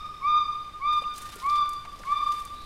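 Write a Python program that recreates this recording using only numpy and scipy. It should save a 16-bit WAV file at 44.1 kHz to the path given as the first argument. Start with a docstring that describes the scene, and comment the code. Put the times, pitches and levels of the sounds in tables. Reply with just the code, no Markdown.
"""Gibbon whooping in a tropical forest

A gibbon whoops again and again: each near-pure note slides up, holds, and rings on as the trunks
scatter it. Far whistles answer and insects hiss in narrow bands of noise. Close by, leaves rustle
with many tiny contacts, twigs crackle, and wood and ground give soft, quickly damped knocks.
Under it all lies a low rumble of air."""
import sys
import numpy as np
from scipy import signal
from scipy.fft import rfft, irfft
from scipy.io import wavfile
from scipy.ndimage import uniform_filter1d

SR = 44100
rng = np.random.default_rng(int(sys.argv[2]) if len(sys.argv) > 2 else 0)


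def int16_out(signal):
    """Quantize to a 16-bit WAV file."""
    q = np.round(np.clip(np.atleast_2d(signal).T, -1, 1) * 32767)
    wavfile.write(sys.argv[1], SR, q.astype(np.int16))


N = 116865


def undb(db):
    """Amplitude ratio of a level in decibels."""
    return 10 ** (np.asarray(db) / 20)


def unit(x):
    """Normalisation to rms 1."""
    return x / np.sqrt(np.mean(x ** 2) + 1e-18)


def ramp(u):
    """Raised-cosine step from 0 to 1."""
    return np.sin(np.clip(u, 0, 1) * np.pi / 2) ** 2


def add(out, x, start):
    """Superposition: x joins out at a start time in seconds."""
    i = int(round(start * SR))
    x, i = x[max(-i, 0):], max(i, 0)
    out[i:i + len(x)] += x[:max(len(out) - i, 0)]


def colour(x, points):
    """Spectral shaping: x is filtered by a curve of (Hz, dB) points, at rms 1."""
    hz, db = np.array(points).T
    f = np.fft.rfftfreq(len(x), 1 / SR)
    gain = undb(np.interp(np.log(f + 1), np.log(hz), db))
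    return unit(irfft(rfft(x) * gain, len(x)))


def band(size, hz, width_hz):
    """Resonance: white noise through one steep peak, at rms 1."""
    f = np.fft.rfftfreq(size, 1 / SR) + 1
    detuning = (f - hz * hz / f) / width_hz
    return unit(irfft(rfft(rng.standard_normal(size)) / (1 + detuning ** 2), size))


def forest(x, echo_db, early_t60_s=0.66, late_t60_s=1.99, slap_s=0.135, smooth_s=0.14):
    """Reverberation by scattering: near trunks return a short decay, far ones a long tail."""
    t = np.arange(len(x)) / SR
    early, late = undb(4.5 - 60 * t / early_t60_s), undb(-60 * t / late_t60_s)
    slap = undb(2.5) * np.exp(-((t - slap_s) / 0.008) ** 2)  # stronger return from a stand of trees
    decay = (early + late) * ramp(t / 0.013) + slap
    decay = undb(echo_db) * decay / np.linalg.norm(decay)
    heard = x + signal.fftconvolve(x, rng.standard_normal(len(x)) * decay)[:len(x)]
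    # The quick flutter stays, while the smoothed power follows an even decay.
    even_power = x ** 2 + signal.fftconvolve(x ** 2, decay ** 2)[:len(x)]
    smooth = lambda p: np.abs(uniform_filter1d(p, int(smooth_s * SR), mode="constant")) + 1e-12
    return unit(heard * np.sqrt(smooth(even_power) / smooth(heard ** 2))) * x.std()


# Spectrum of the air (frequency [Hz], relative spectral level [dB])
AIR_SPECTRUM = [(15, -0.5), (30, -2), (60, -6), (120, -12.5), (220, -17), (500, -22.5), (900, -23.5),
                (2000, -28), (3000, -28.5), (4500, -32), (6500, -38.5), (10000, -40.5), (13000, -45.5),
                (16000, -52.5)]


def air(level_db=-48):
    """Broadband ambient noise: a low rumble falling away into the even hiss of the forest."""
    return undb(level_db) * colour(rng.standard_normal(N), AIR_SPECTRUM)


# Insect buzzes (start [s], duration [s], centre [Hz], width [Hz], sweep rate [Hz/s], level [dB])
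INSECT_BUZZES = [(-.1, 0.49, 5300, 300, -4.5, -64.5), (2.49, .3, 3630, 380, 1906, -53.5)]


def insects(fade_s=0.1):
    """Narrow-band noise: each buzz swells and fades as a linear frequency shift moves its centre."""
    out, t = np.zeros(N), np.arange(SR) / SR
    for start, length, hz, width, rate, db in INSECT_BUZZES:
        sweep = np.exp(1j * np.pi * rate * t ** 2)
        buzz = np.real(signal.hilbert(band(SR, hz, width)) * sweep)
        add(out, undb(db) * buzz * ramp(t / fade_s) * ramp((length - t) / fade_s), start)
    return out


# Distant notes (start [s], frequency [Hz], duration [s], relative level [dB])
FAR_WHISTLES = [(1.07, 1465, 0.076, -55.5), (1.18, 1822, 0.097, -58.5), (1.29, 1400, 0.15, -55.5),
                (1.57, 1476, 0.079, -53.5), (2.1, 1779, 0.076, -57)]


def far_whistles(echo_db=3):
    """Pure tones from deep in the forest, where the reverberant field outweighs the direct sound."""
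    out, t = np.zeros(N), np.arange(SR) / SR
    for start, hz, length, db in FAR_WHISTLES:
        envelope = np.sin(np.pi * np.clip(t / length, 0, 1))
        note = envelope * np.sin(2 * np.pi * hz * t)
        add(out, 2 * undb(db) * forest(note, echo_db), start)
    return out


# Spectrum of brisk rustling (frequency [Hz], relative spectral level [dB])
LEAF_SPECTRUM = [(300, -2), (1500, 1), (4000, 1), (6500, -5), (10000, -5.5), (13000, -10.5), (16000, -21)]
# Rustle of the moving foliage (time [s], level [dB])
RUSTLE_LEVELS = [(0, -64.5), (.86, -67), (.93, -54), (1.12, -61), (1.17, -51), (1.29, -49), (1.53, -51.5),
                 (1.64, -58), (1.82, -63.5), (1.95, -56.5), (2.1, -54), (2.198, -56), (2.29, -51.5),
                 (2.39, -51), (2.5, -56.5), (2.65, -57.5)]


def leaves(ticks_per_s=5000, dull_hz=9000, brisk_db=-53, surge_hz=22, surge_db=2.6):
    """Friction noise: leaves brush in a surging swish of tiny ticks, brighter as they move faster."""
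    ticks = (rng.random(N) < ticks_per_s / SR) * rng.standard_normal(N)
    ticks *= undb(2.5 * np.minimum(rng.exponential(size=N), 4))  # a few stand out
    swish = undb(-1.5) * rng.standard_normal(N)
    bright = colour(unit(ticks) + swish, LEAF_SPECTRUM)
    dull = signal.sosfiltfilt(signal.butter(1, dull_hz, fs=SR, output="sos"), bright)
    db = np.interp(np.arange(N) / SR, *np.array(RUSTLE_LEVELS).T)
    brightness = np.minimum(undb(db - brisk_db), 1)
    surges = surge_db * band(N, surge_hz, 2 * surge_hz)
    return (dull + brightness * (bright - dull)) * undb(db + surges)


# Knocks on wood and ground (time [s], level [dB], centre [Hz], width [Hz], decay time [s])
WOOD_KNOCKS = [(1.018, -39.5, 594, 504.5, 0.0095), (1.36, -43.5, 407, 90, 0.012),
               (1.648, -54, 650, 396, .007), (1.85, -39, 960, 650, 0.0073), (1.995, -44.5, 500, 596, .01)]
# Leaf and twig crackles (time [s], level [dB], centre [Hz], width [Hz], decay time [s])
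TWIG_CRACKLES = [(.922, -49.5, 1790, 703, .008), (1.02, -52, 3240, 1190, 0.0071),
                 (1.038, -44, 2600, 800, 0.0069), (1.139, -51, 6760, 8000, 0.0088),
                 (1.159, -45, 5760, 8200, 0.03), (1.18, -37, 7900, 8000, 0.0051),
                 (1.218, -42.5, 7560, 8000, 0.01), (1.247, -55, 6000, 4030, 0.0038),
                 (1.356, -40, 9600, 7000, 0.0039), (1.399, -41.5, 3950, 3930, 0.0067),
                 (1.49, -50, 5950, 2500, 0.0039), (1.498, -33.5, 4240, 1500, 0.0032),
                 (1.557, -40.5, 3600, 4150, 0.0099), (1.691, -36.5, 8250, 9520, 0.003),
                 (1.733, -42, 6400, 8000, 0.0032), (1.851, -42.5, 2400, 2240, .005),
                 (1.991, -49.5, 5400, 5060, 0.0073), (2.035, -38.5, 1700, 600, 0.0032),
                 (2.065, -50.5, 2200, 3100, 0.061), (2.321, -37.5, 3950, 5500, 0.0043),
                 (2.365, -60, 9000, 7000, 0.032), (2.4, -54, 8000, 8350, 0.015),
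                 (2.451, -39.5, 8900, 8900, 0.0033)]


def snaps(table, attack_s, tail_db, tail_s, cutoff_hz=14000):
    """Damped resonance: each sudden burst decays exponentially and leaves a faint scattered tail."""
    out, t = np.zeros(N), np.arange(SR // 2) / SR
    for start, db, hz, width, decay in table:
        envelope = ramp(t / attack_s) * (np.exp(-t / decay) + undb(tail_db) * np.exp(-t / tail_s))
        add(out, undb(db) * envelope * band(len(t), hz, width), start)
    return signal.sosfilt(signal.butter(1, cutoff_hz, fs=SR, output="sos"), out)


# Harmonics of the voice, fundamental first (relative level [dB], delay [s], attack [s],
# share of the opening time added to the attack [1], swell [dB/s], echo offset [dB])
VOICE_HARMONICS = [(2, -0.0098, 0.091, 0, 0.5, -2), (-15.5, 0.015, 0.014, 0, -40, -1),
                   (-12, 0.034, 0.0089, 0.6, -1.5, -1), (-27, 0.009, .01, 0.46, 8.5, 9),
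                   (-38, .04, .01, 0.22, -2, 6.5), (-53, .05, .01, .8, -2, 0.5)]
# Whoops (start [s], held pitch [Hz], duration [s], level [dB], forest echo [dB], opening time [s],
# emphasis of harmonic 2 [dB], of harmonic 3 [dB], of harmonic 4 [dB])
GIBBON_WHOOPS = [(-.38, 1232, 0.15, -20.5, 1, 0.043, 0, -0.38, -4.3),
                 (.208, 1214, .22, -22.5, -2.4, 0.13, -0.88, -1.6, -2.3),
                 (0.796, 1209, 0.2, -24.5, -2.8, 0.13, 0.93, 0.69, -0.52),
                 (1.414, 1182, .225, -24, -3.1, 0.27, -1.6, -0.59, 1.2),
                 (2.043, 1192, 0.244, -26, 0.25, 0.12, -0.74, -3, -1.3)]


def gibbon(scoop_hz=169.7, rise_s=0.1, sag_hz=30, sag_s=0.072, release_s=0.036):
    """Harmonic series on a pitch that slides up, holds and sags; overtones enter as the voice opens."""
    out, t = np.zeros(N), np.arange(2 * SR) / SR
    for start, hz, length, db, echo_db, opening, *emphasis in GIBBON_WHOOPS:
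        scoop = scoop_hz * np.clip(1 - t / rise_s, 0, 1) ** 1.7
        sag = sag_hz * ramp((t - length) / sag_s + 0.5)
        waver = 1 + 0.004 * band(len(t), hz=6.36, width_hz=33)
        phase = 2 * np.pi * np.cumsum((hz - scoop - sag) * waver) / SR
        release = ramp((length - t) / release_s + 0.5)
        emphasis_db = dict(enumerate(emphasis, 2))
        for k, (harmonic_db, delay, attack, share, swell, echo_offset) in enumerate(VOICE_HARMONICS, 1):
            onset = ramp((t - delay) / (attack + share * opening))
            partial = np.sqrt(2) * onset * undb(swell * t) * release * np.sin(k * phase)
            gain = undb(db + harmonic_db + emphasis_db.get(k, 0))
            add(out, gain * forest(partial, echo_db + echo_offset), start)
    return out


def scene():
    """Linear superposition of all sources at one listening point."""
    near = leaves() + snaps(TWIG_CRACKLES, attack_s=0.00044, tail_db=-23.5, tail_s=0.14)
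    near += snaps(WOOD_KNOCKS, attack_s=0.0026, tail_db=-34, tail_s=0.021)
    return (gibbon() + far_whistles() + insects() + near + air())[None]


def record(dry, cutoff_hz=15830):
    """Band limiting: a steep low-pass filter removes the highest treble."""
    return signal.sosfilt(signal.ellip(10, 0.2, 80, cutoff_hz, fs=SR, output="sos"), dry)


dry = scene()
out = record(dry)
int16_out(out)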